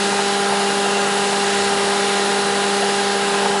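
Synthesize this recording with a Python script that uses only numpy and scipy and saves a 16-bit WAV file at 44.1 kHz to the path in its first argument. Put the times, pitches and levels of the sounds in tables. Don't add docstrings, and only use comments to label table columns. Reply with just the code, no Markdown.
import sys
import numpy as np
from scipy import signal
from scipy.fft import rfft, irfft
from scipy.io import wavfile
from scipy.ndimage import uniform_filter1d

SR = 44100
rng = np.random.default_rng(int(sys.argv[2]) if len(sys.argv) > 2 else 0)


def file_out(sig):
    cols = np.atleast_2d(sig).T
    lim = np.clip(cols, -1, 1)
    pcm = np.round(lim * 32767).astype(np.int16)
    wavfile.write(sys.argv[1], SR, pcm)


def field_ratio(decibels):
    return 10 ** (np.asarray(decibels, dtype=float) / 20)


N = 158760
T = np.arange(N) / SR
F = np.maximum(np.fft.rfftfreq(N, 1 / SR), 1)
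BOWL_HZ, MOTOR_HZ = 199.92, 29.94


def unit(x):
    return x / np.sqrt(np.mean(x ** 2))


def curve(rows, order=1):
    return np.interp(T, np.array(rows)[:, 0], np.array(rows)[:, order])


def noise():
    return rng.standard_normal(N)


def ring(x, hz, width_hz):
    detuning = (F / hz - hz / F) * hz / width_hz
    return irfft(rfft(x) / (1 + 1j * detuning) ** 2, N)


def walk(rate_hz):
    hold = int(SR / rate_hz)
    steps = np.repeat(rng.standard_normal(N // hold + 1), hold)
    smooth = uniform_filter1d(uniform_filter1d(steps, hold), hold)[:N]
    return unit(smooth - smooth.mean())


def tones(rows, wander_db, drift_rad):
    out = np.zeros(N)
    for hz, db in rows:
        level = np.sqrt(2) * field_ratio(db + wander_db * walk(4.38))
        phase = 2 * np.pi * (hz * T + rng.random()) + drift_rad * walk(3.03)
        out += level * np.sin(phase)
    return out


def rumble():
    return field_ratio(-60.5) * unit(ring(noise(), 69, 50))


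# t/s, low f/Hz, high f/Hz, level/dB
PUFFS = [(.285, 4230, 5250, -39), (1.005, 6170, 7700, -39), (1.283, 5130, 6300, -41),
         (1.655, 8250, 9750, -42), (2.305, 6800, 8350, -40), (3.0, 4270, 5250, -38), (3.0, 8200, 9750, -42),
         (3.6, 5100, 7440, -36)]


def puffs():
    half_length_s = .017
    out = np.zeros(N)
    for s, low_hz, high_hz, db in PUFFS:
        band = (F > low_hz) & (F < high_hz)
        hiss = unit(irfft(rfft(noise()) * band, N))
        out += field_ratio(db) * hiss * np.exp(-((T - s) / half_length_s) ** 4)
    return out * np.array([[1], [-1]])


# f/Hz, level per Hz/dB
ROAR = [(200, -5.5), (350, 0.5), (540, -2), (1100, -2), (2300, -3), (4500, -4), (6000, -9), (11000, -10.5)]


def roar():
    swell_db, flicker_db = 0.33, 1
    hz, db = np.array(ROAR).T
    air = rfft(noise()) * field_ratio(np.interp(np.log(F), np.log(hz), db))
    swell = walk(1.4)
    out = np.zeros(N)
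    for k in range(-20, 26):
        distance = np.clip(6 * np.log2(F / 700) - k, -1, 1)
        band = np.cos(distance * np.pi / 2) ** 2
        out += irfft(air * band, N) * field_ratio(swell_db * swell + flicker_db * walk(8.86))
    return field_ratio(-22.5) * unit(out)


# f/Hz, width/Hz, level/dB
HOOD = [(5250, 900, -40), (6750, 940, -41.5), (7800, 550, -43.5), (8670, 400, -46.5), (9940, 640, -41),
        (10570, 280, -43.5)]


def hood():
    out = np.zeros(N)
    for hz, width_hz, db in HOOD:
        out += field_ratio(db + 1.0 * walk(5)) * unit(ring(noise(), hz, width_hz))
    return out


# t/s, f/Hz, level/dB
DUCT = [
    (0, 2850, -43),
    (.4, 2880, -50),
    (.58, 2760, -46),
    (.68, 2830, -38),
    (.95, 2760, -30),
    (1.1, 2780, -47),
    (1.35, 2800, -37),
    (2.2, 2826, -44),
    (2.9, 2840, -39),
    (3.2, 2790, -46),
]


def duct():
    width_hz = 35
    breath = uniform_filter1d(rng.standard_normal((2, N)), int(SR / width_hz), axis=1)
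    breath = unit(breath)
    phase = 2 * np.pi * np.cumsum(curve(DUCT)) / SR
    return field_ratio(curve(DUCT, order=2)) * (breath[0] * np.sin(phase) + breath[1] * np.cos(phase))


# t/s, liquid churning level/dB, bearing load level/dB, spray level/dB
LOAD = [(0, -2, 3, 0), (.15, -2, 4, -1), (.35, -4.5, 5.5, -1.5), (.55, 2, -5, -1.5), (.72, -7, 4, -1.5),
        (.9, 1, -4, -1.5), (1.3, -2, 2, -1), (1.55, -2, 4, -0.5), (1.75, -0.5, 1, -1.5),
        (2.1, -1.5, 1.5, -0.7), (2.5, 0, 2.5, -1), (2.85, -0.5, 1.5, -1), (3.1, -4, 0, -1),
        (3.45, 4, 0, -1), (3.6, -5, -6, -2.5)]


def airborne():
    vane_depth, motor_depth = .03, .02
    vanes = vane_depth * np.sin(4 * np.pi * BOWL_HZ * T)
    motor_ruffle = motor_depth * np.sin(2 * np.pi * MOTOR_HZ * T)
    spray = field_ratio(curve(LOAD, order=3)) * (roar() + hood())
    return (1 + vanes + motor_ruffle) * spray + duct()


def slaps():
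    slaps_per_s, decay_s, scatter_db = 70, .005, 1.8
    chance = rng.random((300, 2))
    at = np.cumsum(-np.log(chance[:, 0]) / slaps_per_s * SR).astype(int)
    inside = at < N
    hits = np.zeros(N)
    hits[at[inside]] = field_ratio(-scatter_db * np.log(chance[inside, 1]))
    return unit(signal.fftconvolve(hits, np.exp(-T[:4000] / decay_s))[:N])


# f/Hz, width/Hz
CASING = [(160, 70), (455, 100), (578, 45), (712, 70), (858, 85), (1030, 48), (1230, 65), (1315, 75),
          (1440, 115), (1645, 100), (1845, 90), (1995, 100), (2780, 450), (3390, 260)]
CASING_DB = [-43.5, -35, -40, -38, -34, -38, -38.5, -38.5, -37, -37.5, -40, -41.5, -37.5, -43]


def casing():
    slap_top_hz, slap_share = 1250, .35
    slap_power = slaps() ** 2
    out = np.zeros(N)
    for (hz, width_hz), db in zip(CASING, CASING_DB):
        reach = 1 / (1 + (hz / slap_top_hz) ** 2)
        unevenness = np.sqrt(1 + slap_share * reach * (slap_power - 1))
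        shake = unevenness * field_ratio(reach * curve(LOAD))
        out += field_ratio(db + 0.29 * walk(3.47)) * unit(ring(shake * noise(), hz, width_hz))
    return out


# t/s, level/dB, share of the lower note (0-1)
THUDS = [(0.129, 0, 0.3), (0.192, -2, 0.2), (0.525, -4, 0.25), (0.864, -1, 0.74), (1.166, -4.5, 0.1),
         (1.327, -1, 0.56), (1.723, -3, 0.4), (2.519, -18, 0.8), (2.83, -3, 0.9), (3.398, -19, 0.3),
         (3.459, -1, 0.1)]
THUD_HZ = (705, 865)


def thuds():
    length_s, level_db = .003, -10.5
    low, high = (2 * np.pi * hz for hz in THUD_HZ)
    out = np.zeros(N)
    for s, db, share in THUDS:
        edge = np.exp(-((T - s - length_s / 2) / length_s) ** 2)
        note = share * np.sin(low * (T - s)) + (1 - share) * np.sin(high * (T - s))
        out += field_ratio(db + level_db) * edge * note
    return out


# t/s, level/dB
THROB = [
    (0.0, -71),
    (0.04, -58),
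    (0.48, -56),
    (1.02, -68),
    (1.63, -44),
    (2.14, -57),
    (2.51, -50),
    (2.7, -60),
    (3.6, -52),
]


def throb():
    return np.sqrt(2) * field_ratio(curve(THROB) + 20) * np.sin(2 * np.pi * 83.4 * T)


# f/Hz, level/dB
PUMP = [(123, -52), (247, -47), (283.6, -51), (314.9, -52), (691.1, -42), (703.2, -48), (1240.9, -46),
        (1326.6, -46), (1606.9, -47), (1636.9, -47), (1670.8, -49), (1836.7, -51), (1950.1, -44),
        (2155.7, -52)]


def pump():
    return field_ratio(.1) * tones(PUMP, wander_db=0.5, drift_rad=0.5)


# f/Hz, level/dB
BEARING = [(2778.5, -50), (2845, -54), (2893, -51), (2926.8, -48), (3032.8, -45), (3095.1, -48),
           (3246.8, -50), (3492.4, -50), (3567.8, -51), (3591.0, -51), (3643.5, -49), (3708.1, -48),
           (3771.3, -46), (3838, -52),
           (4112.8, -50), (4176.1, -52), (4241.4, -52), (4305.0, -52), (4436.8, -49), (4588.3, -50),
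         (5039.1, -54), (6997.3, -48), (7095.2, -53), (7883.8, -53), (8000.6, -57), (8234.4, -58),
         (9420.8, -58), (10468.8, -57)]
# f/Hz, level/dB
SQUEAL = [(3886.1, -43), (4037.5, -44.5), (4059.0, -43.5)]


def bearings():
    squeal = field_ratio(curve(LOAD, order=2)) * tones(SQUEAL, wander_db=0.8, drift_rad=0.86)
    return squeal + field_ratio(-0.6) * tones(BEARING, wander_db=1.4, drift_rad=0.88)


# multiple of the turn, level/dB
MOTOR = [(16, -43), (19, -47), (21, -49), (28, -43), (29, -45), (30, -46), (34, -50), (41, -48), (43, -48),
         (48, -43), (50, -49), (54, -40), (55, -48), (58, -52)]


def motor():
    rows = [(k * MOTOR_HZ, db) for k, db in MOTOR]
    return field_ratio(-2.1) * tones(rows, wander_db=1.5, drift_rad=0.55)


# bowl multiple, level/dB
BEATS = [(2, -45), (4, -44), (5, -52), (7, -51)]


def beats():
    rows = [(k * BOWL_HZ + MOTOR_HZ, db) for k, db in BEATS]
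    return tones(rows, wander_db=5.0, drift_rad=0.21)


# multiple of the turn, level/dB
BOWL = [(1, -30), (2, -24.5), (3, -36.5), (4, -26.5), (5, -36.5), (6, -39.5), (7, -39.5), (8, -38),
        (9, -42.5)]


def bowl():
    rows = [(k * BOWL_HZ, db) for k, db in BOWL]
    return tones(rows, wander_db=0.41, drift_rad=0.027)


def scene():
    rotors = throb() + pump() + bearings() + motor() + beats() + bowl()
    mono = airborne() + casing() + thuds() + rotors
    return np.array([mono, mono])


def low_pass(x):
    return signal.sosfilt(signal.butter(12, 11130, fs=SR, output="sos"), x)


def record(dry):
    low_hz, top_hz = 139, 11010
    mic = (F < top_hz) / np.sqrt(1 + (low_hz / F) ** 10.5)
    mix = irfft(rfft(dry, axis=1) * mic, N, axis=1) + rumble() + puffs()
    return low_pass(mix)


dry = scene()
out = record(dry)
file_out(out)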